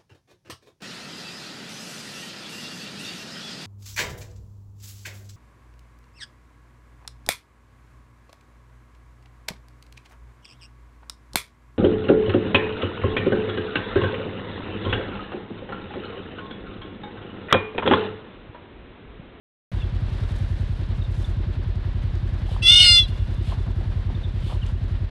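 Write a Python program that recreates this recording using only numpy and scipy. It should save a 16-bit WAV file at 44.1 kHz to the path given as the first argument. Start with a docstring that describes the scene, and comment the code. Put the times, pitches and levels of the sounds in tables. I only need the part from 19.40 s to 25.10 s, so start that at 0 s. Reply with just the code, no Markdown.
"""On a muddy river, a fawn carried across by a swimming dog gives one long shrill bleat.
A slow single-cylinder engine thuds on the bank, built from short low tones and ringing clatter.
Shaped noise makes the outdoor hiss, the sloshing water, the ticking grass and a wash after the cry.
Short sliding tones make the plops and the chips of a small bird. The bleat is a stack of
harmonics coloured by the throat; it and the bird leave soft echoes."""
import sys
import numpy as np
from scipy import signal
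from scipy.fft import rfft, irfft
from scipy.io import wavfile
from scipy.ndimage import uniform_filter1d, minimum_filter1d

SR = 44100
rng = np.random.default_rng(int(sys.argv[2]) if len(sys.argv) > 2 else 0)


def wav_record(signal):
    """Record a signal, one row per channel, as 16-bit PCM in the file named by sys.argv[1]."""
    frames = np.transpose(np.atleast_2d(signal))
    bounded = np.clip(frames, -1, 1)
    # unit amplitude maps onto the largest positive 16-bit level
    quanta = np.round(bounded * 32767).astype(np.int16)
    wavfile.write(sys.argv[1], SR, quanta)


N = 251370
TIME = np.arange(N) / SR
START_S, TOP_HZ = .317, 13100

# colour of the outdoor hiss: (frequency [Hz], relative level [dB per Hz])
AIR_COLOUR = [(30, 7.5), (100, 16.5), (250, 8.5), (420, 2.5), (600, 2.5), (800, -2), (1000, -1), (1300, -5),
              (1650, -2.5), (2300, -8), (3800, -8.5), (5000, -18), (6500, -26), (10000, -30.5),
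              (13000, -42)]
# gusts: (middle [s], half length [s], swell of the hiss [dB], rustle of leaves [dB])
GUSTS = [(0.347, 0.12, 1, 5), (0.804, 0.2, 2, 1.5), (1.106, 0.35, 0.5, 6.5), (1.799, 0.13, 0, 11),
         (3.803, 0.93, 1, 5), (5.251, 0.28, 1, 4)]
AIR_DB, AIR_FADE_DB_PER_S = -40, 0.3644
CALM_LEAVES_DB = -4  # the treble between gusts

# the engine's idle hunts a little: (time [s], lateness [s])
IDLE_HUNT = [(.3, -.004), (1.8, .001), (2.2, .008), (2.85, -.003), (3.3, -.004), (4.1, .001), (5.2, .002),
             (5.6, -.005)]
# thuds of each cycle: (delay after firing [s], frequency [Hz], level before the pipe [dB])
THUDS = [(.0063, 153.3, -25), (.0137, 94.8, -21), (.0242, 69.1, -17.5), (.0344, 179.6, -32),
         (.0459, 72, -17), (.069, 47.8, -21)]
# resonances and hollows of the exhaust pipe: (frequency [Hz], width [Hz], boost or cut [dB])
PIPE = [(69.6, 9.2, -2.5), (116.8, 1.8, 3), (126.4, 6.8, 6.5), (144.3, 10.8, -11.5)]
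# engine clatter: (delay after firing [s], half length [s], frequency [Hz], width [Hz], level [dB])
CLATTER = [(.009, 0.0071, 229, 107.7, -44.5), (0.035, 0.013, 347.8, 59.4, -42),
           (0.064, .012, 230, 130, -47)]
FIRST_FIRING_S, CYCLE_S = .3325, .09588  # the steady beat, before the idle hunts

# noise bursts, water except for the second row, a wash of the cry's echo:
# (middle of bright noise [s], half length [s], bright level [dB], low lumpy level [dB])
NOISE_BURSTS = [(3.125, .06, -48.5, -46), (3.688, .012, -47, -55), (4.09, .051, -46.5, -42),
                (5.093, .07, -47, -41), (5.27, .024, -52, -54)]
WATER_SLOSHES = NOISE_BURSTS[:1] + NOISE_BURSTS[2:]
CRY_ECHO_WASH = NOISE_BURSTS[1]  # short and diffuse, just after the cry ends
# colour of the bright noise: (frequency [Hz], relative level [dB per Hz])
BRIGHT_COLOUR = [(1200, -19), (2200, -3.5), (3200, 5), (4200, -2), (6000, -16.5), (9000, -14), (13000, -27)]
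# low gulps of water: (middle [s], half length [s], level [dB])
GULPS = [(4.17, 0.021, -41.5), (4.275, 0.017, -34.5), (4.411, 0.0077, -36.5), (4.709, 0.02, -35)]
LUMPY_LAG_S, LUMPY_LENGTH_SHARE = .028, .55  # later and shorter than the bright noise
LUMPY_HZ, LUMPY_WIDTH_HZ, LUMPY_DB, LUMPS_HZ = 850, 300, 4.5, 110
GULP_GURGLE_DB = -11.5  # gurgle mixed into a gulp
# plops in the water: (start [s], peak level [dB], starting pitch [Hz], glide [octaves])
PLOPS = [(3.088, -37, 814, -0.31), (3.113, -38, 725, -0.96), (4.118, -34, 1156, -0.26),
         (4.123, -33.5, 687, -0.097), (4.408, -37.5, 1095, -2), (4.699, -35.5, 1220, -2.55)]
PLOP_S = 0.0118

# faint ticks in the grass: (time [s], level [dB])
TICKS = [(2.357, -57), (2.755, -52), (2.879, -54), (5.266, -46)]
# bird chips: (start [s], peak level [dB], starting pitch [Hz], length [s])
CHIPS = [(.399, -42, 3634, .015), (0.414, -40.5, 2790, .015), (0.417, -44.5, 3510, 0.032),
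         (1.61, -45.5, 3820, 0.025), (1.64, -45, 3766, 0.021), (1.843, -38, 3610, 0.013),
         (4.748, -41.5, 3650, .011), (4.831, -40.5, 3660, 0.032), (5.216, -41, 3117, 0.017),
         (5.229, -37.5, 2886, 0.01)]
CHIP_OCTAVES = -0.076

# colour of the fawn's throat: (frequency [Hz], level half open [dB], level gaping [dB])
THROAT = [(710, -50, -43.5), (1380, -41.5, -35), (2300, -30.5, -23), (2896, -17, -23), (3404, -19.5, -22),
          (4120, -32, -14), (4850, -30.5, -12), (5870, -30.5, -42), (6436, -37.5, -34.5), (6830, -65, -52),
          (7440, -46, -32), (8794, -34, -33), (8900, -41.5, -35), (10340, -57, -43.5), (12000, -56.5, -58)]
# brief catches of the voice: (time [s], depth [0-1])
CATCHES = [(3.277, 0.37), (3.292, 0.3), (3.314, 0.9), (3.33, 0.23), (3.353, 0.93), (3.391, 0.3),
           (3.439, 0.55)]
# the arching pitch of the bleat, before it droops: (time [s], pitch [Hz])
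PITCH = [(3.228, 676.3), (3.268, 682), (3.32, 712), (3.408, 723.1), (3.456, 718.7), (3.492, 704.5),
         (3.612, 691.2)]
BLEAT_START_S, BLEAT_RELEASE_S, BLEAT_END_S = 3.2195, 3.585, 3.66
# the bleat breaks in and swells towards full effort, sagging slowly all the while
ATTACK_S, ONSET_DB, SWELL_S, FULL_DB, SAG_DB_PER_S = 0.012, -24, .052, -9, 9.5
# once let go, it falls ever faster, by this much at the end
RELEASE_DB, DROOP_HZ = 28, 45
# the mouth gapes once, late in the cry (0-1)
GAPE_OPEN_S, GAPE_SHUT_S, JAW_S, REST_GAPE = 3.425, 3.565, 0.017, 0.14
# the main resonance scoops up at the start, sinks as the jaw drops, then springs back
RING_HZ, RING_RISE_HZ_PER_S, RING_SCOOP_HZ, RING_SCOOP_S = 3296, 910, 550, .02
RING_DIP_HZ, RING_DIP_AT_S, RING_SINK_S, RING_RETURN_S = 740, 3.478, 0.061, 0.062
# it stands out further as the voice fades
LIFT_DB, RELEASE_LIFT_DB, RELEASE_LIFT_S = 10.5, 21, 0.04
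# hoarseness: extra at the onset, slight in the swell, strong under strain, then nearly clear
RASP_ONSET, RASP_SWELL, RASP_STRAIN, RASP_CLEAR = .3, .14, .42, .02
STRAIN_FROM_S, STRAIN_TO_S, RASP_CHANGE_S = 3.39, 3.475, .016
CATCH_RASP = .8  # extra hoarseness during a full catch, around the main resonance


def gain_of(db):
    """Turns decibels into a factor."""
    return 10 ** (np.asarray(db) / 20)


def evened(x):
    """Scales a sound to rms 1."""
    return x / np.sqrt(np.mean(x ** 2) + 1e-20)


def curves(rows, t):
    """Joins each column of a table by straight lines in time."""
    s, *columns = np.transpose(rows)
    return [np.interp(t, s, c) for c in columns]


def read(points, hz):
    """Reads each column of a spectrum along a log-frequency axis."""
    f, *columns = np.transpose(points)
    return [np.interp(np.log(hz + 1), np.log(f), c) for c in columns]


def noise(spectrum):
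    """Makes noise of rms 1 with the given spectrum."""
    level_db = read(spectrum, np.fft.rfftfreq(N, 1 / SR))[0]
    return evened(irfft(rfft(rng.standard_normal(N)) * gain_of(level_db), N))


def band(hz, width, size=N):
    """Makes noise of rms 1 in a bell around hz; around zero it is a slow wander."""
    f = np.fft.rfftfreq(size, 1 / SR)
    weight = np.exp(-((f - hz) / width) ** 2 / 2)
    return evened(irfft(rfft(rng.standard_normal(size)) * weight, size))


def bell(x, width):
    """Makes a smooth bump of height 1 around zero."""
    return np.exp(-(x / width) ** 2)


def step(x, width):
    """Makes a smooth step from 0 to 1 around zero."""
    return (1 + np.tanh(x / width)) / 2


def add(mix, s, sound):
    """Mixes a sound in at a time in seconds."""
    part = mix[max(round(s * SR), 0):][:len(sound)]
    part += sound[:len(part)]


def glides(rows, wobble, skew):
    """Short sliding tones with an unsteady pitch; a skew under 1 sharpens their attack."""
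    out = np.zeros(N)
    for s, db, hz, length, octaves in rows:
        u = np.linspace(0, 1, max(round(length * SR), 2))
        unsteady = 1 + wobble * band(0, 180, size=8192)[:len(u)]
        pitch = hz * 2 ** (octaves * u) * unsteady
        swell = np.sin(np.pi * u ** skew)
        add(out, s, gain_of(db) * swell * np.sin(2 * np.pi * np.cumsum(pitch) / SR))
    return out


def bright_noise(fizz_db=1.0):
    """Bright noise with a fizzing level."""
    return evened(noise(BRIGHT_COLOUR) * gain_of(fizz_db * band(0, 150)))


def lumpy_noise():
    """Lower noise with a lumpy level."""
    return evened(band(LUMPY_HZ, LUMPY_WIDTH_HZ) * gain_of(LUMPY_DB * band(0, LUMPS_HZ)))


def burst(row, bright, lumpy):
    """A swell of bright noise, then a shorter one of lumpy noise."""
    s, length, bright_db, lumpy_db = row
    lumpy_swell = bell(TIME - s - LUMPY_LAG_S, LUMPY_LENGTH_SHARE * length)
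    return gain_of(bright_db) * bell(TIME - s, length) * bright + gain_of(lumpy_db) * lumpy_swell * lumpy


def background(treble_hz=5500, waver_db=1.1, rustle_db=2):
    """Even outdoor hiss swells in gusts; the leaves add a fluttering treble."""
    level_db = sum(db * bell(TIME - s, length) for s, length, db, _ in GUSTS) - AIR_FADE_DB_PER_S * TIME
    leaves_db = sum(db * bell(TIME - s, length) for s, length, _, db in GUSTS) + CALM_LEAVES_DB
    air = noise(AIR_COLOUR)
    highpass = signal.butter(4, treble_hz, "high", fs=SR, output="sos")
    treble = signal.sosfiltfilt(highpass, air)
    leaves = treble * gain_of(leaves_db + rustle_db * band(0, 40))
    # the fluttering leaves take the place of the plain treble
    return gain_of(AIR_DB + level_db + waver_db * band(0, 19.0)) * (air - treble + leaves)


def engine(cycles=0.73, uneven_db=1.5, stagger_s=0.00041, alike=0.52):
    """Each firing sends a run of low thuds down the pipe, and the casing clatters along."""
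    firings = FIRST_FIRING_S + CYCLE_S * np.arange(N / SR / CYCLE_S)
    firings = firings + curves(IDLE_HUNT, firings)[0]
    out, u = np.zeros(N), np.arange(-SR // 20, SR // 20) / SR
    for s in firings:
        chances = rng.standard_normal((len(THUDS), 2))
        for (delay, hz, db), (loud, late) in zip(THUDS, chances):
            thud = np.cos(2 * np.pi * hz * u) * bell(hz * u, cycles)
            add(out, s + delay + stagger_s * late + u[0], gain_of(db + uneven_db * loud) * thud)
    f = np.fft.rfftfreq(N, 1 / SR)
    pipe_db = sum(db * bell(f - hz, width) for hz, width, db in PIPE)
    out = irfft(rfft(out) * gain_of(pipe_db), N)
    # how far each moment lies into its engine cycle, in seconds of the steady beat
    since = (np.interp(TIME, firings, np.arange(len(firings))) % 1) * CYCLE_S
    for delay, length, hz, width, db in CLATTER:  # partly the same ring each time, partly loose rattle
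        ring = np.sqrt(2 * alike) * np.cos(2 * np.pi * hz * (since - delay))
        rattle = np.sqrt(1 - alike) * band(hz, width)
        out += gain_of(db) * bell(since - delay, length) * (ring + rattle)
    return out


def water(gulp_hz=200, gulp_width_hz=60):
    """Each slosh is a hiss of spray and then a lumpy gurgle; low gulps gurgle only a little."""
    gulp = band(gulp_hz, gulp_width_hz)
    spray, gurgle = bright_noise(), lumpy_noise()
    sloshes = sum(burst(row, spray, gurgle) for row in WATER_SLOSHES)
    gulps = sum(gain_of(db) * bell(TIME - s, length) for s, length, db in GULPS)
    return sloshes + gulps * (gulp + gain_of(GULP_GURGLE_DB) * gurgle)


def plops():
    """Each plop in the water is a short tone that slides down."""
    rows = [(s, db, hz, PLOP_S, octaves) for s, db, hz, octaves in PLOPS]
    return glides(rows, wobble=0.087, skew=0.67)


def grass(tick_s=0.003, tick_hz=3500, tick_width_hz=3500):
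    """Dry stalks tick: very short bumps of broad noise."""
    ticks = sum(gain_of(db) * bell(TIME - s, tick_s) for s, db in TICKS)
    return band(tick_hz, tick_width_hz) * ticks


def small_bird():
    """Each chip is a short, high tone that slides slightly down."""
    return glides([(*chip, CHIP_OCTAVES) for chip in CHIPS], wobble=0.021, skew=0.93)


def banks(x, t60=1.0, dull_hz=4500, echo_s=0.64, echo_length_s=0.055, echo=0.11):
    """Bushes scatter a dull tail, and the far bank returns a soft echo."""
    t = np.arange(SR) / SR
    fade = gain_of(-60 * t / t60) + echo * bell(t - echo_s, echo_length_s)
    tail = rng.standard_normal(SR) * fade
    lowpass = signal.butter(4, dull_hz, fs=SR, output="sos")
    tail = signal.sosfilt(lowpass, tail / np.linalg.norm(tail))
    return signal.fftconvolve(x, tail)[:N]


def cry_echo_wash():
    """A short diffuse wash of the cry's echo, just after it ends, made from noise."""
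    return burst(CRY_ECHO_WASH, bright_noise(), lumpy_noise())


def effort(t):
    """Loudness and pitch of the cry: a swell, a slowly sagging hold, and a release where both fall."""
    age = t - BLEAT_START_S
    slack = np.maximum((t - BLEAT_RELEASE_S) / (BLEAT_END_S - BLEAT_RELEASE_S), 0) ** 2
    swell_db = ONSET_DB + (FULL_DB - ONSET_DB) * np.minimum(age / SWELL_S, 1) ** 2
    db = swell_db - SAG_DB_PER_S * age - RELEASE_DB * slack
    loudness = np.minimum(age / ATTACK_S, 1) * gain_of(db)
    return loudness, curves(PITCH, t)[0] - DROOP_HZ * slack


def mouth(t):
    """The gape of the mouth, and the frequency and lift of the main resonance."""
    age, late = t - BLEAT_START_S, t - RING_DIP_AT_S
    wide = step(t - GAPE_OPEN_S, JAW_S) * step(GAPE_SHUT_S - t, JAW_S)
    gape = REST_GAPE + (1 - REST_GAPE) * wide
    dip = bell(late, np.where(late < 0, RING_SINK_S, RING_RETURN_S))
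    scoop = bell(age, RING_SCOOP_S)
    ring_hz = RING_HZ + RING_RISE_HZ_PER_S * age - RING_SCOOP_HZ * scoop - RING_DIP_HZ * dip
    lift_db = LIFT_DB + RELEASE_LIFT_DB * np.clip((t - BLEAT_RELEASE_S) / RELEASE_LIFT_S, 0, 1)
    return np.clip(gape, 0, 1), ring_hz, lift_db


def hoarseness(t):
    """The vocal folds start roughly, settle, grow hoarse under strain, and clear."""
    return (RASP_SWELL + RASP_ONSET * bell(t - BLEAT_START_S, RASP_CHANGE_S)
            + (RASP_STRAIN - RASP_SWELL) * step(t - STRAIN_FROM_S, RASP_CHANGE_S)
            + (RASP_CLEAR - RASP_STRAIN) * step(t - STRAIN_TO_S, RASP_CHANGE_S))


def fawn(jitter=0.0008, rasp_jitter=0.012, lift_width_hz=430, slip=0.039, catch_s=0.0025, thirds=0.37,
         hoarse_hz=1600, skirt_hz=190, flutter_db=1.5):
    """Vocal folds buzz through a throat that gapes and shuts; they catch and, under strain, rasp."""
    t = np.arange(BLEAT_START_S, BLEAT_END_S, 1 / SR)
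    size = len(t)
    loudness, pitch = effort(t)
    gape, ring_hz, lift_db = mouth(t)
    rasp = hoarseness(t)
    unsteady = 1 + (jitter + rasp_jitter * rasp) * band(0, 160, size=size)
    turns = np.cumsum(pitch * unsteady) / SR  # cycles of the vocal folds so far
    choke = np.zeros(size)
    for s, depth in CATCHES:  # each catch chokes the voice and slips its cycle
        choke += depth * bell(t - s, catch_s)
        turns += slip * depth * np.tanh((t - s) / catch_s)
    voice, power = np.zeros(size), np.zeros(size)
    for third in range(3, 56):  # steps of a third of the pitch
        k = third / 3
        half_db, wide_db = read(THROAT, k * pitch)
        ring = bell(k * pitch - ring_hz, lift_width_hz)
        gain = gain_of(half_db + gape * (wide_db - half_db) + lift_db * ring)
        angle = 2 * np.pi * (k * turns + rng.random())
        if third % 3 == 0:  # a clean harmonic; the higher ones wear a hoarse skirt of noise
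            flutter = gain_of(flutter_db * band(0, 36, size=size))
            line = (1 - choke) * flutter * np.cos(angle)
            skirt = band(0, skirt_hz, size=size) * np.cos(angle)
            skirt = (skirt + band(0, skirt_hz, size=size) * np.sin(angle)) / 2
            roughness = (rasp + CATCH_RASP * choke * ring) * (1 - bell(k * pitch, hoarse_hz))
            voice += gain * (line + roughness * skirt)
            power += gain ** 2 / 2
        else:  # rasping folds repeat only every third cycle
            wander = band(0, 24, size=size)
            voice += gain * thirds * (rasp + choke * ring) * wander * np.cos(angle)
    out = np.zeros(N)
    add(out, t[0], loudness * voice / np.sqrt(power))  # the throat colours, effort sets the level
    return out


def scene(bleat_wet_db=-32, bird_wet_db=-8):
    """All the sources together, with echoes of the bleat and the bird."""
    cry, bird = fawn(), small_bird()
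    echoes = banks(gain_of(bleat_wet_db) * cry + gain_of(bird_wet_db) * bird) + cry_echo_wash()
    return (background() + engine() + water() + plops() + grass() + bird + cry + echoes)[None]


def record(dry):
    """A limiter holds the peaks, silence leads in, the end fades briefly, and the top treble is cut."""
    headroom = np.minimum(1, .92 / (abs(dry) + 1e-9))
    # hold the lowest gain nearby, then smooth it
    held = dry * uniform_filter1d(minimum_filter1d(headroom, size=200), size=200)
    running = (TIME >= START_S) * np.minimum((TIME[-1] - TIME) / .006, 1)
    lowpass = signal.firwin(511, TOP_HZ, window=("kaiser", 9), fs=SR)
    return signal.oaconvolve(held * running, lowpass[None], "same")


dry = scene()
out = record(dry)
wav_record(out)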